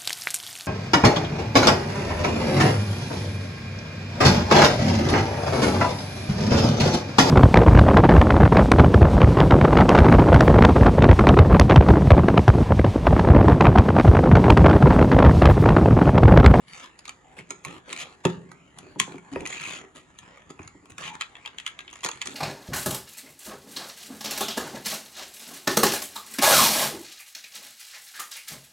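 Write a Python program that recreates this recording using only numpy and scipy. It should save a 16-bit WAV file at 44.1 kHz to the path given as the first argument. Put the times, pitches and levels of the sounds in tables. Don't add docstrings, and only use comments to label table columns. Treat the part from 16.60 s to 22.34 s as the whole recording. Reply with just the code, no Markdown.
import sys
import numpy as np
from scipy import signal
from scipy.fft import rfft, irfft, next_fast_len
from scipy.io import wavfile
from scipy.ndimage import uniform_filter1d, map_coordinates

SR = 44100
rng = np.random.default_rng(int(sys.argv[2]) if len(sys.argv) > 2 else 0)


def output_pcm(signal):
    pcm = np.clip(np.atleast_2d(signal).T, -1, 1) * 32767
    wavfile.write(sys.argv[1], SR, np.round(pcm).astype(np.int16))


N = 253134

# pitch_hz, likeness [0-1]
PORT_LIKENESS = [(140, 0.83), (450, 0.78), (650, 0.62), (2400, 0.55), (5000, 0.49), (7000, 0.99)]
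# pitch_hz, lead_rad
LEFT_LEAD = [(200, 0), (1250, 0.31), (1500, 3), (2000, 0.85), (3500, 1), (7500, 1.4), (11000, 7)]

CREAK_S = 0.015
RIM_HZ, RIM_SCATTER_OCTAVES, RIM_SHARE = 2368, 0.069, 0.23


def amp(db):
    return 10 ** (np.asarray(db) / 20)


def unit(x):
    return x / np.sqrt(np.mean(x ** 2) + 1e-20)


def read(points, hz):
    f, value = np.transpose(points)
    return np.interp(np.log(hz + 1), np.log(f), value)


def add(mix, s, sound):
    part = mix[:, max(round(s * SR), 0):][:, :sound.shape[1]]
    part += sound[:, :part.shape[1]]


def band(hz, lo_hz, hi_hz):
    return 1 / np.sqrt((1 + (lo_hz / (hz + 1)) ** 10) * (1 + (hz / hi_hz) ** 10))


def causal(gain):
    log_gain = np.log(np.maximum(gain, 1e-5))
    both_sides = np.r_[log_gain, log_gain[-2:0:-1]]
    return np.exp(np.conj(signal.hilbert(both_sides)))[:len(gain)]


def ports(pair, likeness=PORT_LIKENESS, lead=LEFT_LEAD):
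    # pitch_hz, left_minus_right_db
    balance = [(200, 0.5), (1200, -1.5), (2400, 1.5), (4200, 3), (6800, -4), (11000, 1.5)]
    hz = np.fft.rfftfreq(pair.shape[1], 1 / SR)
    a, b = rfft(pair)
    same = np.clip(read(likeness, hz), 0, 1)
    lean = amp(read(balance, hz) / 2)
    mid = a * np.sqrt((1 + same) / 2)
    side = b * np.sqrt((1 - same) / 2)
    left = (mid + side) * lean
    right = (mid - side) / lean * np.exp(-1j * read(lead, hz))
    return hz, np.array([left, right])


def tone(hz, t):
    phase = rng.uniform(0, 2 * np.pi) - read(LEFT_LEAD, hz) * np.arange(2)[:, None]
    return np.sin(2 * np.pi * hz * t + phase)


def wall_modes(hz, moments, per_octave=7, count=96):
    grid = rng.standard_normal((count, int(np.max(moments)) + 2))
    places = np.meshgrid(per_octave * np.log2(1 + hz / 200), moments, indexing="ij")
    return map_coordinates(grid, places, order=3, mode="mirror")


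def pressure_db(place):
    edge_drop_db = 4.5
    return -edge_drop_db * (2 * place - 1) ** 2


def click(db, body_db, treble_db, ring_hz, share, rise_s=0.0002, decay_s=0.0021, ring_s=0.0026,
          creak_db=-23, creak_s=0.0076, after_db=-17, after_s=0.017, chatter_db=4, wall_db=3, size=4096):
    # pitch_hz, level_db [per Hz]
    click_colour = [(200, -22), (600, -3), (1100, 6.5), (1500, 1.5), (2400, 8), (3300, 6), (4400, -3),
                    (5600, -13), (6700, -1.5), (7600, -8), (8500, -9), (10000, -11.5), (12800, -23.5),
                    (15000, -20)]
    t = np.arange(size) / SR - CREAK_S
    before, after = np.maximum(-t, 0), np.maximum(t, 0)
    attack = 1 - np.exp(-after / rise_s)

    flutter = unit(uniform_filter1d(rng.standard_normal(size), size=60))
    chatter = unit(amp(chatter_db * flutter))
    creak = amp(creak_db) * np.exp(-before / creak_s) * (t < 0)
    rest = attack * amp(after_db) * np.exp(-after / after_s)
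    shape = attack * np.exp(-after / decay_s) + chatter * (creak + rest)

    hz, burst = ports(rng.choice([-1., 1.], (2, size)) * shape)
    colour = amp(read(click_colour, hz) + wall_db * wall_modes(hz, [0])[:, 0])

    def layer(lo_hz, hi_hz):
        return unit(irfft(burst * causal(colour * band(hz, lo_hz, hi_hz))))

    body, crack, treble = layer(350, 1577), layer(1300, 5550), layer(5200, 9220)
    ring = attack * np.exp(-after / ring_s) * tone(ring_hz, t)
    share = np.clip(share, 0, 1)
    sound = np.sqrt(1 - share) * crack + np.sqrt(share) * unit(ring)
    sound += amp(body_db) * body + amp(treble_db) * treble
    return amp(db) * sound * np.sqrt(0.005 * SR / size)


def ping(db):
    ping_hz, t60_s = 1055, 0.075
    t = np.arange(0, 2 * t60_s, 1 / SR)
    return amp(db - 60 * t / t60_s) * (1 - np.exp(-t * ping_hz)) * tone(ping_hz, t)


def rims():
    # start_s, level_db, body_db [re level], treble_db [re level]
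    contacts = [(0.39, -50.5, -1, 7), (0.454, -40.5, -10, -2), (0.479, -40.5, 1, 1.5),
                (0.493, -33, -11, -3), (0.7884, -37.5, -25, -10), (0.9059, -34.5, 0.5, 6),
                (1.049, -32.5, -5, -2), (1.3287, -29.5, -26, -1), (1.363, -35, -27, -4),
                (1.375, -37, -20, -2.5), (1.6519, -23, 0.5, -3), (1.916, -56, 14, 7.5),
                (2.1861, -45, -1.5, 5), (2.3992, -15.5, -17.5, -0.5), (2.5818, -45, -1, -7.5),
                (2.729, -54, -3, 3), (2.7591, -36, 5, -17), (2.806, -40.5, -25, -3),
                (2.8543, -31.5, -19, -11), (2.861, -30, -20, -5.5), (2.8733, -40, -25, 7),
                (2.9269, -31.5, -28, -14), (3.063, -33, -33, -13), (3.587, -43.5, -13, 2.5),
                (3.773, -50.5, 2, -8), (3.992, -44, 3, -19), (4.03, -53, -8, 5), (4.076, -48, 1, 6.5),
                (4.256, -57, 4, 1), (4.319, -53, 1, -0.5), (4.381, -36.5, -3.5, -1.5),
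                (4.851, -40, -7, -18), (5.329, -50.5, 6.5, 8), (5.356, -47.5, 1, 3),
                (5.4329, -37.5, 1.5, 0), (5.4396, -30, -20, -1), (5.4466, -30.5, -1.5, 6.5),
                (5.461, -31, 3, 3.5), (5.4874, -32.5, 2.5, 3), (5.5137, -36.5, -25, 4),
                (5.657, -41, -0.5, 6), (5.6714, -31.5, -15, 2.5)]
    hard_db = -30.5
    share_per_treble_db, share_per_force_db = 0.15, 5
    light_wall_db, ping_db = 4.5, -7
    out = np.zeros((2, N))
    for s, db, body_db, treble_db in contacts:
        force_db = max(db - hard_db, 0)
        ring_hz = RIM_HZ * 2 ** (RIM_SCATTER_OCTAVES * rng.standard_normal())
        share = RIM_SHARE - share_per_treble_db * treble_db - share_per_force_db * force_db
        wall_db = light_wall_db * amp(-force_db)
        add(out, s - CREAK_S, click(db, body_db, treble_db, ring_hz, share, wall_db=wall_db))
        if force_db > 0:
            add(out, s, ping(db + ping_db))
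    return out


def catch():
    # start_s, level_db, body_db [re level], treble_db [re level], rebound_after_s
    jumps = [(4.6102, -23.5, -15, -8, 0.009), (4.7533, -40.5, -13, -12.5, 0.013),
             (4.8592, -32, -9.5, -10.5, 0.016), (4.9842, -32, -24, -6, 0.015),
             (5.064, -26, -22.5, -6, 0.012), (5.1902, -34, -17, -10, 0.015), (5.279, -40, -19, -19, 0.013),
             (5.6156, -27, -14, -2.5, 0.0072)]
    # pitch_hz, mean_level_db [re the jump]
    holding_wall = [(1626, -14), (1906, -25), (2568, -26), (3262, -23)]
    wall_t60_s, wall_scatter_db = 0.14, 3.5
    tab_hz, tab_scatter_octaves, tab_share = 3250, 0.06, 0.23
    rebound_db = -5.5
    out = np.zeros((2, N))
    t = np.arange(SR // 2) / SR
    for s, db, body_db, treble_db, rebound_s in jumps:
        for delay, drop_db in ((0, 0), (rebound_s, rebound_db)):
            ring_hz = tab_hz * 2 ** (tab_scatter_octaves * rng.standard_normal())
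            add(out, s + delay - CREAK_S, click(db + drop_db, body_db, treble_db, ring_hz, tab_share))
        for hz, mode_db in holding_wall:
            start_db = db + rng.normal(mode_db, wall_scatter_db)
            add(out, s, amp(start_db - 60 * t / wall_t60_s) * tone(hz, t))
    return out


def judders():
    # start_s, end_s, level_db, treble_db [re level], rate [slips per s]
    runs = [(1.292, 1.327, -39, -7.5, 149), (1.383, 1.432, -39, -3, 320), (2.89, 3.19, -39.5, -6, 130),
            (4.424, 4.5, -39, -10.5, 280), (5.291, 5.431, -53, 2.5, 65)]
    body_db, scatter_db = -17, 2
    out = np.zeros((2, N))
    for start, end, db, treble_db, slips_per_s in runs:
        count = round((end - start) * slips_per_s)
        places = (np.arange(count) + rng.random(count)) / count
        for place, (force, pitch) in zip(places, rng.standard_normal((count, 2))):
            slip_db = db + pressure_db(place) + scatter_db * force
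            ring_hz = RIM_HZ * 2 ** (RIM_SCATTER_OCTAVES * pitch)
            slip = click(slip_db, body_db, treble_db, ring_hz, RIM_SHARE / 2)
            add(out, start + place * (end - start) - CREAK_S, slip)
    return out


def knock(db, centre_hz, ring, spread=0.64, thud_db=-7, thud_s=0.011, size=32768):
    # pitch_hz, level_db, t60_s [before the ring-time factor]
    shell_modes = [(100.6, -17, 0.23), (151.5, 8, 0.097), (171.8, -7.5, 0.74), (197.7, 2.5, 0.27),
                   (252, -15, 0.2), (282.7, 3, 0.19), (360.6, 3.5, 0.15), (402.2, -1.5, 0.29),
                   (444, 3.5, 0.13), (528, 2.5, 0.073), (820, 4, 0.065), (929, 6, 0.17), (1040, 5.5, 0.09),
                   (1190, 2.5, 0.11)]
    t = np.arange(size) / SR
    mode_hz, mode_db, t60 = np.transpose(shell_modes)[:, :, None]

    def reach(hz):
        return 1 / (1 + (np.log2((hz + 1) / centre_hz) / spread) ** 2)

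    count = len(shell_modes)
    phase = rng.normal(0, 1.0, (count, 1)) + rng.normal(0, 0.12, (2, count, 1))
    decay = amp(mode_db - 60 * t / (t60 * max(ring, .1)))
    modes = (reach(mode_hz) * decay * np.sin(2 * np.pi * mode_hz * t + phase)).sum(1)

    hz, thud = ports(rng.standard_normal((2, size)) * np.exp(-t / thud_s))
    thud = irfft(thud * causal(reach(hz) * band(hz, 108, 750)))
    attack = 1 - np.exp(-(t * centre_hz / 0.54) ** 2)
    radiation = signal.butter(4, 81, "highpass", fs=SR)
    sound = signal.lfilter(*radiation, attack * (unit(modes) + amp(thud_db) * unit(thud)))
    return amp(db) * unit(sound) * np.sqrt(0.014 / t[-1])


def shell():
    # start_s, level_db, centre_hz, ring_time [factor, low when gripped], clack_db [re level]
    bumps = [(0.79, -44.5, 147, 0.79, -19), (0.906, -42.5, 360, 0.73, -11), (1.056, -40.5, 144, 0.34, -7),
             (1.651, -18, 350, 0.73, -13.5), (1.652, -19, 195, 0.85, -17), (2.359, -37.5, 258, 0.86, -10.5),
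             (2.403, -35.5, 189, 0.7, -12), (2.477, -40, 316, 0.87, -7.5), (2.513, -47, 350, 0.53, -4),
             (2.543, -36, 276, 0.82, -13), (2.7604, -27.5, 378, 0.37, -9.5), (3.993, -42, 300, 0.3, -11),
             (4.148, -49, 290, 0.74, -15), (4.225, -53.5, 255, 0.94, -19), (5.449, -35, 440, 0.33, -14)]
    clack_hz, clack_ring = 940, 0.16
    out = np.zeros((2, N))
    for s, db, centre_hz, ring, clack_db in bumps:
        add(out, s, knock(db, centre_hz, ring))
        add(out, s, knock(db + clack_db, clack_hz, clack_ring, spread=0.26, size=8192))
    return out


def effort(part):
    # start_s, length_s, scrape_db, rumble_db [re scrape], hiss_db [re scrape]
    strokes = [(0.061, 0.2, -49, -19, -4.5), (0.12, 0.15, -46.5, -24, -9.5),
               (0.765, 0.034, -43.5, -4.5, -12), (1.044, .14, -45.5, -1.5, -11.5),
               (1.237, 0.3, -48, -14, -12.5), (1.272, 0.079, -51, 8.5, -4),
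               (1.399, 0.037, -41.5, -26, -1.5), (1.657, 0.1, -45.5, -6, -13),
               (2.145, 0.2, -57, 5.5, -11.5), (2.459, 0.1, -47, -6, -12.5),
               (2.708, 0.13, -47.5, 6.5, -11.5), (2.848, 0.13, -42.5, -4, -7.5),
               (2.99, 0.21, -42.5, -7.5, -6.5), (3.142, 0.14, -59, 9, -16), (3.345, 0.056, -49, -1, -6.5),
               (3.601, 0.21, -52.5, -3.5, -44), (3.891, 0.025, -51.5, -2, -4),
               (3.987, 0.076, -57, 4.5, -10), (4.297, 0.01, -50, -6, 0), (4.375, 0.12, -40, -9, -7.5),
               (4.528, 0.031, -40.5, -10.5, -11.5), (4.6, 1, -56.5, -15, -17.5),
               (5.438, 0.026, -40, -4.5, -9.5), (5.477, 0.12, -52.5, -8, -2),
               (5.643, 0.18, -48.5, 0.5, 2.5)]
    # rumble_db, scrape_db, hiss_db
    holding = (-62.5, -62.5, -73)
    grip_share, let_go_s = 0.12, 0.018
    power = np.full(N, amp(holding[part]) ** 2)
    for start, length, db, rumble_db, hiss_db in strokes:
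        t = np.arange(0, length + 6 * let_go_s, 1 / SR)
        press = amp(pressure_db(np.minimum(t / length, 1)))
        grip = np.minimum(t / (grip_share * length), 1)
        release = np.exp(-np.maximum(t - length, 0) / let_go_s)
        part_db = db + (rumble_db, 0, hiss_db)[part]
        stroke = amp(part_db) * press * grip * release
        add(power[None], start, stroke[None] ** 2)
    return np.sqrt(power)


def scrape(slips_per_s=800, slip_spread_db=4.0, smooth_db=-7, clump_db=2, wall_db=4.5,
           rumble_db=-1, scrape_db=-1, hiss_db=0):
    # pitch_hz, level_db [per Hz]
    rub_colour = [(50, -1), (130, 9), (350, 9.5), (620, -2.5), (1000, 2), (1500, 5), (2500, 3.5),
                  (4300, -10.5), (5600, -18.5), (6800, -7), (8500, -11.5), (10300, -19), (12800, -45),
                  (15000, -36)]
    slip_s = 0.0012
    stick_db = -63

    sizes = amp(slip_spread_db * np.minimum(rng.exponential(1, N), 4)) * (rng.random(N) < slips_per_s / SR)
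    pressure = signal.lfilter([1], [1, -np.exp(-1 / (slip_s * SR))], sizes ** 2)
    clumps = unit(uniform_filter1d(rng.standard_normal(N), size=350))
    pressure = pressure * amp(clump_db * clumps) ** 2
    sticking = 1 / (1 + (amp(stick_db) / effort(1)) ** 2)
    grain = np.sqrt(sticking * pressure / pressure.mean() + 1 - sticking + amp(smooth_db) ** 2)

    ticks = rng.standard_normal((2, N)) * grain
    ticks = np.pad(ticks, ((0, 0), (0, next_fast_len(N) - N)))
    stereo = irfft(ports(ticks)[1])[:, :N]
    hz, times, z = signal.stft(stereo, SR, nperseg=512, noverlap=384)
    walls = wall_modes(hz, 12 * times)
    z = z * amp(read(rub_colour, hz)[:, None] + wall_db * walls)

    def layer(lo_hz, hi_hz):
        spectrum = z * band(hz, lo_hz, hi_hz)[:, None]
        return unit(signal.istft(spectrum, nperseg=512, noverlap=384)[1][:, :N])

    rumble = layer(73.6, 840) * amp(rumble_db) * effort(0)
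    rub = layer(584, 5450) * amp(scrape_db) * effort(1)
    hiss = layer(4760, 45000) * amp(hiss_db) * effort(2)
    return rumble + rub + hiss


def drag(start, end, db, ring_hz, sharpness, overtone=2.65, overtone_db=-12, grip_db=3.0):
    size = 2 * max(round((end - start) * SR / 2), 64)
    grip = unit(uniform_filter1d(rng.standard_normal(size), size=400, mode="wrap"))
    hz, noise = ports(rng.standard_normal((2, size)) * amp(grip_db * grip))

    def peak(centre_hz):
        return 1 / (1 + (2 * sharpness * (hz - centre_hz) / ring_hz) ** 2)

    resonance = peak(ring_hz) + amp(overtone_db) * peak(overtone * ring_hz)
    sound = unit(irfft(noise * band(hz, ring_hz / 2, SR) * resonance))
    return amp(db) * sound * signal.windows.tukey(size, .5)


def drags():
    # start_s, end_s, level_db, resonance_hz, sharpness [Q]
    pulls = [(0.218, 0.269, -50.5, 1047, 11), (0.615, 0.793, -58.5, 770, 4.6),
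             (2.616, 2.726, -57, 915, 2.5), (2.716, 2.767, -35.5, 275, 14), (2.805, 2.872, -39, 340, 1.5),
             (2.87, 3.19, -42.5, 2490, 8.9), (4.443, 4.586, -46.5, 886, 6.7)]
    out = np.zeros((2, N))
    for row in pulls:
        add(out, row[0], drag(*row))
    return out


def thumps(push_s=0.0062):
    # start_s, level_db, pitch_hz
    pushes = [(3.996, -40.5, 88), (4.055, -44, 107.5), (4.316, -44.5, 101.1)]
    out = np.zeros((2, N))
    t = np.arange(SR // 2) / SR
    for s, db, hz in pushes:
        swell = t / push_s * np.exp(1 - t / push_s)
        add(out, s, (amp(db) * swell * np.sin(2 * np.pi * hz * t))[None])
    return out


def room(x, first_s=0.0049, build_s=0.002, size=22050):
    # pitch_hz, t60_s
    room_t60 = [(150, 0.91), (2500, 0.14), (14000, 0.5)]
    # pitch_hz, level_db
    room_level = [(150, -9.5), (450, -12.5), (2200, -6.5), (7000, -16), (14000, -29.5)]
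    # pitch_hz, level_db
    early_level = [(300, 0), (1200, -0.5), (3100, -5), (7000, -25)]
    early_t60_s = 0.06
    # pitch_hz, likeness [0-1]
    room_likeness = [(150, 0.96), (3000, 0.1), (7000, 1)]
    t = np.arange(size) / SR
    sparse = rng.standard_normal((2, size)) * (rng.random((2, size)) < .15)
    taps = irfft(ports(sparse, room_likeness, lead=[(1, 0)])[1])
    hz, times, z = signal.stft(unit(taps), SR, nperseg=256)

    def decay(level, t60):
        fall = amp(read(level, hz)[:, None] - 60 * times / t60)
        return fall * np.sqrt(2 * np.log(1000) / (t60 * SR))

    late_t60 = np.maximum(read(room_t60, hz), .1)[:, None]
    z = z * np.hypot(decay(early_level, early_t60_s), decay(room_level, late_t60))
    tail = signal.istft(z, SR, nperseg=256)[1][:, :size]
    tail = tail * (1 - np.exp(-np.maximum(t - first_s, 0) / build_s))
    return signal.fftconvolve(x, tail, axes=1)[:, :N]


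def air():
    # [per Hz, relative]
    air_colour = [(20, -7.5), (60, 4), (400, -9), (2300, -19), (5000, -45.5), (7000, -16.5), (13000, -61.5)]
    air_db = -63.5
    hz, noise = ports(rng.standard_normal((2, next_fast_len(N))))
    return amp(air_db) * unit(irfft(noise * amp(read(air_colour, hz)))[:, :N])


def scene():
    housing = scrape() + rims() + judders() + catch() + shell() + thumps() + drags()
    return housing + room(housing) + air()


def record(dry):
    lowest_hz, cutoff_hz = 38, 16000
    dry = signal.sosfilt(signal.butter(2, lowest_hz, "highpass", fs=SR, output="sos"), dry)
    low_pass = signal.firwin(511, cutoff_hz, window=("kaiser", 9), fs=SR)
    return signal.oaconvolve(dry, low_pass[None], "same")


dry = scene()
out = record(dry)
output_pcm(out)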